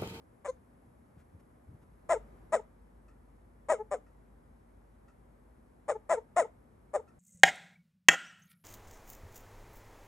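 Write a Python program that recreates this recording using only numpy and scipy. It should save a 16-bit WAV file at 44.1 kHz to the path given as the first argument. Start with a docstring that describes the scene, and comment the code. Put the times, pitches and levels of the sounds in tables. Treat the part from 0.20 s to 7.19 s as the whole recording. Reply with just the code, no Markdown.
"""Short rattling chirps, close up in a small quiet room: the release calls of a hand-held male toad.
Each squeeze of air drives his vocal cords into a tone that arches up and sags;
most chirps end in a soft clean peep as the air runs out.
Behind them the hand shifts its grip, a clock ticks faintly and appliances hum."""
import sys
import numpy as np
from scipy import signal
from scipy.fft import rfft, irfft, next_fast_len
from scipy.io import wavfile
from scipy.ndimage import uniform_filter1d, map_coordinates

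SR = 44100
rng = np.random.default_rng(int(sys.argv[2]) if len(sys.argv) > 2 else 0)


def wrap_up_sound(samples):
    """Save the sound to the file named by the first command line argument, as 16-bit audio."""
    columns = np.atleast_2d(samples).T
    # keep every value between -1 and 1, then stretch to whole-number steps
    tamed = np.clip(columns, -1, 1)
    steps = np.round(tamed * 32767).astype(np.int16)
    wavfile.write(sys.argv[1], SR, steps)


N = 308259

SLACK_HZ = 422.8  # pitch of the relaxed vocal cords
# resonances of throat and body wall: f/Hz, gain/dB
THROAT_EQ = [(90, -29.5), (220, -4), (330, -19.5), (440, -1.5), (650, 0), (800, 2), (1000, -5.5),
             (1320, -13.5), (1600, -17), (2020, -13), (2350, -25), (2800, -33), (4000, -50), (6000, -76.5)]


def chirps(taut_hz=627.1, jitter=0.015, attack_s=0.011, hold=0.36, shimmer_db=3):
    """A squeeze of air arches the pitch up and lets it sag; the cords rattle in twos or threes."""
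    # calls: t/s, length/s, top pitch/Hz, drive level/dB, softness of the overtones
    calls = [(0.2449, 0.053, 590.5, -39, -0.22), (1.89, 0.082, 684.2, -25.5, 0.19),
             (2.3202, 0.068, 655.8, -25.5, 0.29), (3.4848, 0.085, 644, -25, 0.28),
             (3.709, .064, 606.5, -29, 0.51), (5.68, 0.063, 615.6, -27.5, 0.39),
             (5.891, .084, 679.5, -25.5, 0.21), (6.1609, 0.085, 715.5, -23, 0.23),
             (6.7334, 0.061, 613.7, -28, 0.81)]
    # air through the cords: f/Hz, gain/dB
    rasp_eq = [(1500, -32), (2800, -10.5), (3300, -11), (3800, -14.5), (4600, -24), (5400, -9.5),
               (5850, -13), (7200, 1.5), (8200, -4), (9600, -4.5), (10400, -20.5), (11200, -20),
               (11800, -35), (13000, -27.5)]
    tone, air = np.zeros(N), np.zeros(N)
    for start, length, top_hz, db, softness in calls:
        n = int(length * 1.3 * SR)  # leaves time to die away
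        t = np.arange(n) / SR
        push, air_left = squeeze(t / length)
        pressure = np.abs(push * air_left)
        hz = SLACK_HZ + (top_hz - SLACK_HZ) * pressure
        phase = 2 * np.pi * np.cumsum(hz * (1 + jitter * wobble(n, 385))) / SR - np.pi / 2
        # taut cords stress every second cycle; looser ones every third, and the stress slips more
        group = np.where(hz < taut_hz, 3, 2)
        slip = np.where(hz < taut_hz, 1.0, 0.4) * wobble(n, 99)
        rattle = 0.78 * pressure ** 0.36 * uniform_filter1d(np.cos(phase / group + slip), size=16)
        fade_db = -22.5 * np.maximum((t / length - hold) / (1 - hold), 0) ** 1.88
        attack = 1 - np.exp(-t / attack_s)
        drive = amp(db + fade_db + shimmer_db * np.tanh(wobble(n, 501))) * attack
        even_db = 2.5 - 23.5 * (1 - air_left)  # the tone hollows as the air drains
        add(tone, start, drive * (1 + rattle) * pulses(phase, softness, even_db))
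        # the rasp is strongest when the cords close hard, and dies before the tone
        rasp_db = -16.5 - 9.5 * softness + 0.93 * fade_db
        add(air, start, drive * (1 + 0.56 * rattle) * amp(rasp_db) * rasp(phase, rasp_eq, voiced=0.65))
    return resonate(tone, THROAT_EQ), air


def squeeze(progress, start_pressure=0.45, crest=0.25, empty=0.92):
    """Air pressure over a chirp: a quick push up to the crest, then a slower draining (each 0-1)."""
    push = start_pressure + (1 - start_pressure) * np.sin(np.pi / 2 * np.clip(progress / crest, 0, 1))
    air_left = 0.5 + 0.5 * np.cos(np.pi * np.clip((progress - crest) / (empty - crest), 0, 1))
    return push, air_left


def pulses(phase, softness, even_db=0, count=19):
    """One puff per cycle; soft closing weakens the overtones, symmetric swinging the even ones."""
    return np.sqrt(2) * sum(np.cos(k * phase) / k ** softness * (1 if k % 2 else amp(even_db))
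                            for k in range(1, count + 1))


def rasp(phase, spectrum, voiced):
    """Treble of the cords: a snap and a puff of hiss in every cycle."""
    snaps = unit(resonate(pulses(phase, 0), spectrum))
    hiss = unit((2 + np.cos(phase)) * noise(len(phase), spectrum))
    return np.sqrt(voiced) * snaps + np.sqrt(1 - voiced) * hiss


def peeps(glide_octaves=0.033, crest=0.63, width=0.27):
    """The last air swings the slack cords gently: a mellow tone with a thin whistle on top."""
    # chirp endings: t/s, length/s, pitch/Hz, drive level/dB
    endings = [(0.269, 0.041, 514, -30), (1.951, 0.027, 448, -32.5), (2.386, 0.02, 441, -37),
               (3.581, 0.047, 428.3, -32.5), (5.743, 0.028, 432, -33), (5.964, .031, 452, -30.5),
               (6.24, 0.022, 442, -35), (6.788, 0.02, 449, -40)]
    # treble of a peep: f/Hz, gain/dB
    whistle_eq = [(2500, -24.5), (4000, -7.5), (5500, -19.5), (6250, -0.5), (7300, -2), (7900, -16.5),
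                  (9000, -4), (10500, -31)]
    tone, air = np.zeros(N), np.zeros(N)
    for start, length, hz, db in endings:
        progress = np.linspace(0, 1, int(length * SR))
        phase = 2 * np.pi * np.cumsum(hz * 2 ** (glide_octaves * (progress - 0.5))) / SR
        swell = np.exp(-((progress - crest) / width) ** 2 / 2)
        drive = amp(db) * swell * np.sqrt(np.abs(np.sin(np.pi * progress)))
        whistle_db = -48.5 + 0.2469 * (hz - SLACK_HZ)  # tighter cords whistle more
        add(tone, start, drive * pulses(phase, softness=1.59, even_db=0.5))
        add(air, start, drive * amp(whistle_db) * rasp(phase, whistle_eq, voiced=0.7))
    return resonate(tone, THROAT_EQ), air


def hand():
    """Fingers shift on the toad: a soft thud and a brush of skin."""
    # grip shifts: t/s, length/s, thud level/dB, rub level/dB
    grips = [(0.646, 0.034, -58, -84), (0.93, 0.072, -55.5, -82), (0.973, .06, -65, -71),
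             (1.13, 0.056, -53, -90), (1.19, 0.028, -64, -73.5), (1.467, 0.08, -50, -87),
             (1.538, 0.036, -51.5, -81), (1.609, 0.04, -60.5, -74)]
    # dull finger thud: f/Hz, gain/dB
    thud_eq = [(35, -31), (75, 9), (170, 2.5), (300, -9), (700, -31), (2000, -69)]
    # skin on skin: f/Hz, gain/dB
    rub_eq = [(300, -13), (1300, -1.5), (2200, -9), (3500, -18), (7000, -20), (10000, -18), (13000, -22.5)]
    out = np.zeros(N)
    for start, length, thud_db, rub_db in grips:
        n = int(length * SR)
        touch = amp(thud_db) * noise(n, thud_eq) + amp(rub_db) * noise(n, rub_eq)
        add(out, start, np.sin(np.linspace(0, np.pi, n)) * touch)
    return out


def clock(t60=0.17, rise_s=0.0028):
    """Ticks from across the room, arriving mostly as reverberation."""
    # ticks: t/s, level/dB
    ticks = [(0.885, -82), (2.880, -63.5), (3.864, -68), (4.88, -62.5), (6.876, -64)]
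    # resonances of the case: f/Hz, gain/dB
    case_eq = [(500, -28), (1050, -11), (1350, 12), (1600, -19), (1850, 6), (2200, -27), (2600, -3),
               (3000, -24), (5500, -16.5), (9000, -19), (12000, -32)]
    out, t = np.zeros(N), np.arange(SR // 4) / SR
    for start, db in ticks:
        add(out, start, amp(db - 60 * t / t60) * (1 - np.exp(-t / rise_s)) * noise(len(t), case_eq))
    return out


def background(mains_hz=50, fan_hz=241, whine_hz=11220, coil_hz=5070):
    """Dull room noise with mains hum, a fan tone, thin electric whines and microphone hiss."""
    # room tone: f/Hz, gain/dB
    room_eq = [(18, -39.5), (30, -19), (42, -15), (58, 1.5), (100, -5), (170, -8), (240, -7), (300, -11),
               (680, -19.5), (1000, -22), (2200, -33), (2700, -40.5), (5000, -47), (9000, -48)]
    # its stereo width: f/Hz, side minus mid/dB
    width_eq = [(50, -16.5), (150, -10.5), (320, -6), (480, 1.5), (800, 3), (2000, -1.5), (5000, -6)]
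    # microphone hiss: f/Hz, gain/dB
    hiss_eq = [(2500, -30), (4000, -9.5), (6500, -2.5), (8500, 5), (10300, 10.5), (11300, 9), (12200, -7),
               (13200, -72)]
    # fader ride of the mains hum: t/s, level before trim/dB
    hum_ride = [(0.0, -83.5), (1.85, -69), (1.99, -54), (2.1, -62), (2.51, -64), (3.79, -62.5), (6.99, -73)]
    t = np.arange(N) / SR
    room_db = -62.5 + 5 * np.exp(-((t - 2.11) / 0.24) ** 2)  # one brief surge
    hum_db = np.interp(t, *np.transpose(hum_ride)) + 1.6 + 1.1 * np.tanh(wobble(N, 9))
    whine_db = -89 - 4.5 * (t > 2.35)  # steps down once
    mid = amp(room_db) * noise(N, room_eq) + amp(-86) * noise(N, hiss_eq)
    mid += amp(hum_db) * drone(mains_hz, drift_rad=0.33, rate=2.5)
    mid += amp(-75) * drone(fan_hz, drift_rad=0.46, rate=2.9)
    mid += amp(whine_db) * drone(whine_hz, drift_rad=1.4, rate=150)
    mid += amp(-108) * sum(drone(k * coil_hz, drift_rad=0.5, rate=3) for k in (1, 2))
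    side = amp(room_db) * filtered(noise(N, room_eq), lambda hz: amp(along(width_eq, hz)))
    side += amp(-96) * rng.standard_normal(N)
    return np.array([mid + side, mid - side])


def drone(hz, drift_rad, rate):
    """An appliance tone of rms 1 with a wandering phase."""
    t = np.arange(N) / SR
    return np.sqrt(2) * np.sin(2 * np.pi * hz * t + drift_rad * wobble(N, rate))


def with_echoes(x):
    """Close surfaces comb the sound, so gliding overtones rise and dip."""
    # reflections off shelf and tank glass: delay/s, level/dB
    reflections = [(.0031, -18), (.0058, -21.5), (.0097, -32), (0.0137, -25.5)]
    out = x.copy()
    for delay, db in reflections:
        add(out, delay, amp(db) * x)
    return out


def room(x):
    """Short diffuse reverb off the walls, different in each channel."""
    # reverb time: f/Hz, t60/s
    decay = [(200, 0.085), (1000, 0.27), (4000, 0.19), (10000, 0.11)]
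    hz, t, bands = signal.stft(rng.standard_normal((2, SR // 3)), SR, nperseg=256)
    tail = signal.istft(bands * amp(-60 * t / along(decay, hz)[:, None]), SR, nperseg=256)[1]
    tail = np.pad(tail / np.linalg.norm(tail[0]), ((0, 0), (SR // 200, 0)))  # 5 ms pre-delay
    return signal.fftconvolve(x[None], tail, axes=1)[:, :N]


def place(x):
    """The toad is a little louder on the left, and his upper partials reach that side first."""
    # pan: f/Hz, left minus right/dB
    balance = [(400, 3), (700, 3.5), (1300, 2.5), (2200, 2.5), (2800, 4), (3700, 7.5), (4800, 5), (6000, 1),
               (7100, 5), (8300, 0), (10000, 0.5)]
    # arrival: f/Hz, right phase lag/rad
    lag = [(1900, 0), (3000, 2), (3800, 0)]

    def response(hz):
        gain = amp(along(balance, hz) / 2)
        return np.array([gain, np.exp(-1j * along(lag, hz)) / gain])
    return filtered(x, response)


def amp(db):
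    """Decibels to gain."""
    return 10 ** (np.asarray(db) / 20)


def unit(x):
    """Scale to rms 1."""
    return x / np.sqrt(np.mean(x ** 2) + 1e-20)


def along(points, hz):
    """Read (f/Hz, value) points on a log frequency axis."""
    freqs, values = np.transpose(points)
    return np.interp(np.log(hz + 1), np.log(freqs), values)


def wobble(n, rate):
    """A smooth random curve with rate knots a second."""
    return map_coordinates(rng.standard_normal(int(n * rate / SR) + 4), [np.arange(n) * rate / SR])


def filtered(x, response):
    """Apply a frequency response to x."""
    n = x.shape[-1]
    size = next_fast_len(n + 8192)
    return irfft(rfft(x, size) * response(np.fft.rfftfreq(size, 1 / SR)), size)[..., :n]


def noise(n, spectrum):
    """Coloured noise of rms 1."""
    return unit(filtered(rng.standard_normal(n), lambda hz: amp(along(spectrum, hz))))


def resonate(x, spectrum, size=4096):
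    """Minimum-phase EQ: the body rings only after each pulse."""
    cepstrum = irfft(np.log(amp(along(spectrum, np.fft.rfftfreq(size, 1 / SR)))))
    cepstrum[1:size // 2] *= 2
    cepstrum[size // 2 + 1:] = 0
    return signal.fftconvolve(x, irfft(np.exp(rfft(cepstrum))))[:len(x)]


def add(track, start_s, x):
    """Mix x into the track from start_s on."""
    part = track[max(round(start_s * SR), 0):][:len(x)]
    part += x[:len(part)]


def scene():
    """The toad up close, the room around him."""
    tone, air = np.add(chirps(), peeps())
    # the nearest surfaces answer in mono, the far walls in stereo
    near = room(amp(-12.5) * air)[0]
    far = room(amp(-21) * tone + amp(-16) * air)
    toad = place(with_echoes(tone + air) + near) + far
    backdrop = hand() + clock() + background()
    return toad + backdrop * amp([[0.6], [-0.6]])  # leans slightly left


def record(dry, top_hz=13200):
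    """The phone's two microphone ports differ in phase in the treble; nothing above top_hz passes."""
    # microphone pair: f/Hz, left phase lead/rad
    lead = [(2000, 0), (3300, 1.53), (6700, 0.4), (7400, 1.35), (8600, -1), (10300, -np.pi), (11600, -6),
            (12300, -7), (13200, -8.5)]
    return filtered(dry, lambda hz: (hz < top_hz) * np.exp(0.5j * np.outer([1, -1], along(lead, hz))))


dry = scene()
out = record(dry)
wrap_up_sound(out)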